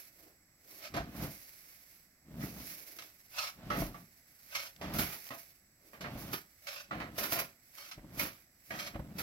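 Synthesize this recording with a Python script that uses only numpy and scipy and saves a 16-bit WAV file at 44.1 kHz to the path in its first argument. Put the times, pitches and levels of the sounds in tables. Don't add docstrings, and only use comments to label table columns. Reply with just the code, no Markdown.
import sys
import numpy as np
from scipy import signal
from scipy.fft import rfft, irfft, next_fast_len
from scipy.io import wavfile
from scipy.ndimage import map_coordinates

SR = 44100
rng = np.random.default_rng(int(sys.argv[2]) if len(sys.argv) > 2 else 0)


def dump_mix(stems):
    frames = np.atleast_2d(stems).T
    limited = np.clip(frames, -1, 1)
    pcm = np.round(limited * 32767).astype(np.int16)
    wavfile.write(sys.argv[1], SR, pcm)


N = 406602

# [t/s, length/s, level/dB, change over stroke/dB,
# spilled sand level/dB, floor drone against level/dB]
STROKES = [(0.84, 0.036, -47, -4, -94, -9), (3.377, 0.11, -40.5, -3.5, -53.5, -22),
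           (4.551, 0.12, -43.5, -5.5, -55.5, -12), (6.685, 0.12, -52.5, 1, -57, -6),
           (7.78, 0.11, -57, 0, -55.5, -12), (8.744, 0.13, -58, 13, -55, -7.5)]
# [t/s, length/s, level/dB, change over drag/dB, spilled sand level/dB]
DRAGS = [(0.185, 0.1, -68, 5, -65), (0.687, 0.16, -64, 0, -56), (2.702, 0.34, -69, 7, -77),
         (5.857, 0.088, -66.5, -3, -64.5)]
# [t/s, level/dB, t60/s, floor drone against level/dB]
SHOVES = [(4.935, -41.5, 0.5, -12), (4.983, -33.5, 0.41, -22), (5.121, -45.5, 0.16, -22),
          (6.329, -34.5, 0.16, -12), (7.179, -33.5, 0.25, 0.5), (7.232, -34.5, 0.18, -24),
          (7.319, -35, 0.27, 2), (7.355, -41.5, 0.21, 3), (7.387, -36.5, 0.16, -10),
          (8.193, -31.5, 0.32, -14), (9.181, -38.5, 1, -5)]
# [f/Hz, width/Hz, level/dB]
BLADE_MODES = [(1388, 91, 14.5), (2164, 36, 13), (2423, 170, 12), (3060, 40, -16), (4730, 160, 9.5),
               (5180, 190, 10), (5590, 220, 9.5)]
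# [f/Hz, width/Hz, level/dB]
TAILGATE_MODES = [(548, 42, 2.5), (704, 48, 2), (1140, 160, -1.5), (1311, 86, 4.5), (1687, 61, -8),
                  (1927, 110, 1)]
# [f/Hz, width/Hz, level/dB]
FLOOR_MODES = [(552, 55, -2.1), (698, 58, -0.72)]
# [f/Hz, level/dB]
RASP = [(150, -11), (420, -52), (570, -1), (1300, -3), (2400, 0.5), (5500, 1), (8000, -3), (14000, -15)]

DRAG_RISE_DB_PER_S, DRAG_FALL_DB_PER_S = 219, 187


def amp(db):
    return 10 ** (np.asarray(db) / 20)


def unit(x):
    return x / np.sqrt(np.mean(x ** 2) + 1e-20)


def along(points, hz):
    f, v = np.transpose(points)
    return np.interp(np.log(hz + 1), np.log(f + 1), v)


def noise():
    return rng.standard_normal((2, N))


def wobble(rate):
    knots = rng.standard_normal(int(N * rate / SR) + 4)
    return map_coordinates(knots, [np.arange(N) * rate / SR])


def filtered(x, response):
    m = next_fast_len(N + SR // 2)
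    return irfft(rfft(x, m) * response(np.fft.rfftfreq(m, 1 / SR)), m)[..., :N]


def coloured(x, spectrum):
    return unit(filtered(x, lambda hz: amp(along(spectrum, hz))))


def rung(x, modes):
    def response(f):
        total = 0
        for k, (centre, width, db) in enumerate(modes):
            damping = 1j * f * width
            total = total + (-1) ** k * amp(db) * damping / (centre * centre - f * f + damping)
        return total
    return unit(filtered(x, response))


def grains(rate, spread_db):
    hits = rng.random((2, N)) < rate / SR
    return unit(hits * rng.choice([-1, 1], (2, N)) * amp(spread_db * noise()))


def blow(s, hold, t60):
    t = np.maximum(np.arange(N) / SR - s, 0)
    return np.minimum(t / .0035, 1) * amp(-60 * np.minimum(np.maximum(t - hold, 0) / t60, 2))


def flow(s, length, change_db, rise, fall):
    t = np.arange(N) / SR - s
    change = change_db * np.clip(t / max(length, 1 / SR), 0, 1)
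    return amp(change + rise * np.minimum(t, 0) - fall * np.maximum(t - length, 0))


def thump(s, hz, t60):
    t = np.maximum(np.arange(N) / SR - s, 0)
    pitch_hz = hz * amp(2 * rng.standard_normal())
    return amp(-60 * np.minimum(t / t60, 2)) * np.sin(2 * np.pi * pitch_hz * t)


def air():
    # [f/Hz, level/dB]
    air_colour = [(25, 1), (85, -3.5), (170, -5), (400, -11.5), (1100, -18.5), (2100, -10), (3100, -27.5),
                  (5000, -13), (15500, -20)]
    thin = coloured(noise(), [(7100, -50), (7600, -5), (7900, 0), (8100, -50)])
    return amp(-66.0) * coloured(noise(), air_colour) + amp(-65) * thin


def shove_force():
    force = 0
    for s, db, t60, floor_db in SHOVES:
        run_up = amp(-11.5) * flow(s, 0, 0, rise=450, fall=450)
        force = force + amp(db) * (blow(s, hold=0.013, t60=t60) + run_up)
    return force


def loose_sand():
    # [t/s, spray level/dB, dribble level/dB, dribble length/s]
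    throws = [(0.0, -51, -71, 0.16), (1.217, -48, -54, 0.74), (2.459, -51, -57, 0.24),
              (2.657, -52.5, -54, 0.4), (3.805, -42, -63, 1), (5.01, -67, -51.5, 0.39),
              (6.198, -61, -51.5, 0.068), (7.362, -45, -74, 0.22), (8.236, -45.5, -78, .2)]
    spray_rise, spray_fall = 212, 200
    sag, run_out = 8.5, 93
    running = amp(-95)
    for s, spray_db, dribble_db, length in throws:
        running = running + amp(spray_db) * flow(s, 0, 0, spray_rise, spray_fall)
        running = running + amp(dribble_db) * flow(s, length, -sag * length, spray_rise, run_out)
    for s, length, db, change_db, spill_db, floor_db in STROKES:
        running = running + amp(spill_db) * flow(s, length, 0, rise=103, fall=196)
    for s, length, db, change_db, spill_db in DRAGS:
        running = running + amp(spill_db) * flow(s, length, 0, DRAG_RISE_DB_PER_S, DRAG_FALL_DB_PER_S)
    return running + amp(-6.5) * shove_force()


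def trickle():
    # [f/Hz, level/dB]
    spray_colour = [(150, -21), (350, -1), (1100, -6.5), (2200, 5.5), (3200, -4), (5000, 5), (12000, 4)]
    # [t/s, level/dB]
    stray_ticks = [(1.748, -55), (2.987, -37), (3.022, -38), (4.7617, -45), (5.266, -44), (5.288, -38.5)]
    fine = grains(rate=18000, spread_db=6) * amp(1.76 * wobble(60) + wobble(19))
    stones = grains(rate=130, spread_db=13.0)
    hiss = coloured(fine + amp(-20) * stones, spray_colour)
    ticks = sum(amp(db) * blow(s, hold=0.0014, t60=0.016) for s, db in stray_ticks)
    return amp(3.0) * loose_sand() * hiss + ticks * coloured(noise(), RASP)


def drags():
    push = 0
    for s, length, db, change_db, spill_db in DRAGS:
        push = push + amp(db) * flow(s, length, change_db, DRAG_RISE_DB_PER_S, DRAG_FALL_DB_PER_S)
    return push * rung(grains(rate=1100, spread_db=0.5), [(390, 200, 0)])


def scrapes():
    # [t/s, level/dB, t60/s]
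    bites = [(2.401, -44.5, 0.54), (2.597, -42, 0.12), (2.9847, -40, 0.32), (3.381, -33, 0.12),
             (4.549, -30.5, 0.13), (6.668, -34.5, 0.4), (7.7814, -48.5, 0.27), (7.9117, -34.5, 0.13),
             (8.788, -34.5, 0.12)]
    slide = drone = 0
    for s, length, db, change_db, spill_db, floor_db in STROKES:
        stroke = amp(db) * flow(s, length, change_db, rise=410, fall=480)
        slide, drone = slide + stroke, drone + amp(floor_db) * stroke
    bite = sum(amp(db) * blow(s, hold=0.0029, t60=t60) for s, db, t60 in bites)
    force = amp(2.5) * slide + amp(-7.0) * bite
    slips = grains(rate=9000, spread_db=0) + amp(-6) * grains(rate=540, spread_db=4.5)
    slips = slips * amp(2.2 * wobble(110))
    shift = amp(0.64)
    low = rung(slips, [(hz / shift, width, db) for hz, width, db in BLADE_MODES])
    high = rung(slips, [(hz * shift, width, db) for hz, width, db in BLADE_MODES])
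    tilt = np.pi / 4 * (1 + np.tanh(2 * wobble(16)))
    ring = unit(np.cos(tilt) * low + np.sin(tilt) * high)
    scrape = amp(-.5) * coloured(slips, RASP) + amp(-7.0) * ring
    return force * scrape + drone * rung(slips, FLOOR_MODES)


def slumps():
    # [t/s, level/dB, grit against level/dB, t60/s]
    loads = [(0.938, -34, -10.5, 0.29), (0.963, -33.5, -12, 0.1), (3.7, -27.5, -18, 0.38),
             (3.942, -46.5, -15, 0.16), (4.811, -36, -12, 0.38), (5.303, -36, -14, 0.2),
             (5.93, -47.5, -21, 0.23), (6.006, -40.5, -4.5, 0.18), (6.041, -36, -38, 0.16),
             (6.908, -34.5, -23, 0.44), (6.999, -34.5, -19, 0.22), (7.978, -56, -24, 0.051),
             (8.703, -35.5, -13, 0.58), (8.943, -44.5, -23, 0.076)]
    # [f/Hz, level/dB]
    steel_colour = [(50, -13), (200, -1), (650, 0), (2400, -7), (4500, -18.5), (9000, -54)]
    body = grit = 0
    for s, db, grit_db, t60 in loads:
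        body = body + amp(db) * blow(s, hold=0.02, t60=t60)
        grit = grit + amp(db + grit_db) * blow(s, hold=0.0066, t60=1.07 * t60)
    lumps = coloured(grains(rate=1500, spread_db=1.0), steel_colour)
    sand = coloured(grains(rate=7500, spread_db=3), RASP)
    clank = rung(noise(), TAILGATE_MODES)
    return body * (amp(-7.5) * lumps + amp(-12.5) * clank) + grit * sand


def heap():
    # [t/s, length/s, level/dB, change over fall/dB, grit against level/dB]
    falls = [(0.952, 0.14, -40, -7, -11.5), (1.149, 0.091, -44.5, 9.5, -9), (2.274, 0.18, -54.5, 18.5, -23),
             (2.574, 0.18, -45, -19, -11), (3.591, 0.23, -50.5, 16.5, -9), (3.87, 0.16, -53.5, -3, -19),
             (4.836, 0.18, -41.5, 6, -8.5), (6.032, 0.28, -44, -1, -6), (6.947, 0.51, -41.5, -16, -21),
             (7.974, 0.27, -57.5, 15.5, -15), (8.741, 0.16, -47, -12, -22), (8.94, 0.4, -50, 6, -36)]
    # [t/s, level/dB]
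    clods = [(0.96, -30.5), (1.005, -29), (2.393, -39), (2.455, -47), (3.777, -30), (3.819, -21.5),
             (4.991, -26), (6.155, -31), (7.979, -35.5), (8.042, -40.5), (8.175, -32), (8.955, -27),
             (8.993, -26)]
    # [f/Hz, level/dB]
    heap_colour = [(22, -38), (55, 5), (100, -1), (185, 2), (310, -5.5), (650, -17), (1200, -23.5),
                   (7000, -33.5)]
    crunch_colour = [(200, -8), (600, 2.5), (1800, -5.5), (5000, -11.5), (12000, -34)]
    clod_colour = [(30, -7), (70, 10), (250, -1.5), (650, 0), (1500, -17.5), (5000, -34)]
    # [f/Hz, width/Hz, level/dB]
    boom_modes = [(189, 54, 0)]
    landing = gritty = 0
    for s, length, db, change_db, grit_db in falls:
        fall = amp(db) * flow(s, length, change_db, rise=370, fall=202)
        landing, gritty = landing + fall, gritty + amp(grit_db) * fall
    lumps = coloured(grains(rate=520, spread_db=1.5), heap_colour)
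    boom = rung(grains(rate=520, spread_db=0), boom_modes)
    crunch = coloured(grains(rate=2500, spread_db=4.5), crunch_colour)
    patter = landing * (amp(-1.5) * lumps + amp(-8.5) * boom) + gritty * crunch
    weight = push = 0
    for s, db in clods:
        weight = weight + amp(db) * blow(s, hold=0.0033, t60=0.066)
        ground_thud = amp(-13) * thump(s, hz=54, t60=0.28)
        push = push + amp(db) * (thump(s, hz=185, t60=0.018) + ground_thud)
    puff = weight * coloured(grains(rate=3000, spread_db=3.0), clod_colour)
    return amp(-1.5) * patter + amp(-10.0) * puff + np.array([push, np.zeros(N)])


def knocks():
    # [t/s, level/dB, centre of the ringing f/Hz]
    edge_hits = [(0.976, -40.5, 720), (2.424, -43.5, 1620), (3.703, -29, 1270), (3.943, -46.5, 1090),
                 (6.046, -43, 1240), (6.909, -34.5, 1240), (8.193, -33, 2400), (8.705, -36, 1910)]
    span_octaves = 0.21
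    out, t = np.zeros((2, N + SR)), np.arange(SR // 3) / SR
    modes_hz = np.array([hz for hz, width, db in BLADE_MODES + TAILGATE_MODES])[:, None]
    fade = blow(0, hold=0.004, t60=0.094)[:len(t)]
    for s, db, pitch_hz in edge_hits:
        octaves_off = np.log2(modes_hz / pitch_hz)
        share = np.exp(-.5 * (octaves_off / span_octaves) ** 2)
        share = share * amp(2 * rng.standard_normal(modes_hz.shape))
        detuned = modes_hz * (1 + .012 * rng.standard_normal(modes_hz.shape))
        cycles = detuned * t + rng.random((2, len(modes_hz), 1))
        ring = (share * np.sin(2 * np.pi * cycles)).sum(1)
        out[:, round(s * SR):][:, :len(t)] += amp(db) * fade * ring * np.sqrt(2) / np.linalg.norm(share)
    return out[:, :N]


def shoves():
    # [f/Hz, level/dB]
    grit_colour = [(60, -3), (220, 3), (2400, -1), (4000, -3.5), (6000, -12)]
    drone = sum(amp(db + floor_db) * blow(s, hold=0.0068, t60=t60) for s, db, t60, floor_db in SHOVES)
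    crunch = grains(rate=7000, spread_db=0) + amp(-3.5) * grains(rate=260, spread_db=3.5)
    crunch = crunch * amp(1.54 * wobble(90))
    grind = amp(-4.0) * coloured(crunch, grit_colour) + amp(-15) * rung(crunch, BLADE_MODES)
    return shove_force() * grind + amp(-7.5) * drone * rung(crunch, FLOOR_MODES)


def bed(x, ring_db, t60):
    hop = SR // 5
    t = np.arange(hop) / SR
    padded, ring = np.pad(x, ((0, 0), (hop, 2 * hop))), np.zeros((2, N + 4 * hop))
    for i in range(0, N + hop, hop):
        tail = rng.standard_normal((2, hop)) * amp(-60 * t / t60)
        piece = padded[:, i:i + 2 * hop] * np.hanning(2 * hop)
        ring[:, i:i + 3 * hop - 1] += signal.fftconvolve(piece, tail / np.linalg.norm(tail[0]), axes=1)
    above_bass = filtered(ring[:, hop:hop + N], lambda hz: hz / np.hypot(hz, 600))
    return (x + amp(ring_db) * above_bass) / np.hypot(1, amp(ring_db))


def trees(x, t60):
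    t = np.arange(SR // 2) / SR
    tail = rng.standard_normal((2, len(t))) * amp(-60 * t / t60)
    wet = signal.fftconvolve(x, tail / np.linalg.norm(tail[0]), axes=1)[:, :N]
    return filtered(wet, lambda hz: 1 / np.hypot(1, hz / 3500))


def place(pair, lag_ms):
    # [f/Hz, correlation]
    likeness = [(200, .98), (650, .94), (1100, .8), (2100, .3), (6000, .25), (10000, .12)]
    # [f/Hz, level/dB]
    lean = [(450, 0.5), (1000, -3), (1300, -4.5), (2200, -8.5), (3600, -0.5), (7500, 0), (11500, -10),
            (15500, -5.5)]
    half = np.array([[.5], [-.5]])

    def spread(hz):
        turn = np.arccos(along(likeness, hz)) / 2
        return np.array([np.cos(turn), np.sin(turn)])

    def balance(hz):
        return amp(half * along(lean, hz)) * np.exp(2j * np.pi * hz * half * lag_ms / 1000)

    mid, side = filtered(pair, spread)
    return filtered(np.array([mid + side, mid - side]), balance)


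def scene():
    steel = bed(scrapes() + slumps() + shoves(), ring_db=-3, t60=.07)
    truck = amp(1.5) * (steel + trickle()) + knocks() + drags()
    ground = heap()
    echo = amp(-10.5) * trees(truck + ground, t60=0.28)
    return place(truck + echo, lag_ms=0.23) + place(ground + air(), lag_ms=0.12)


def record(dry):
    # [f/Hz, level/dB]
    ports = [(22, -13), (45, -0.5), (320, -0.5), (450, -6.5), (570, -0.5), (720, 1.5), (860, -4.5),
             (1200, -1), (6000, -3), (8500, -14), (11800, 0.5), (15500, -2.5)]
    top_hz = 15900
    return filtered(dry, lambda hz: amp(along(ports, hz)) * (hz < top_hz))


dry = scene()
out = record(dry)
dump_mix(out)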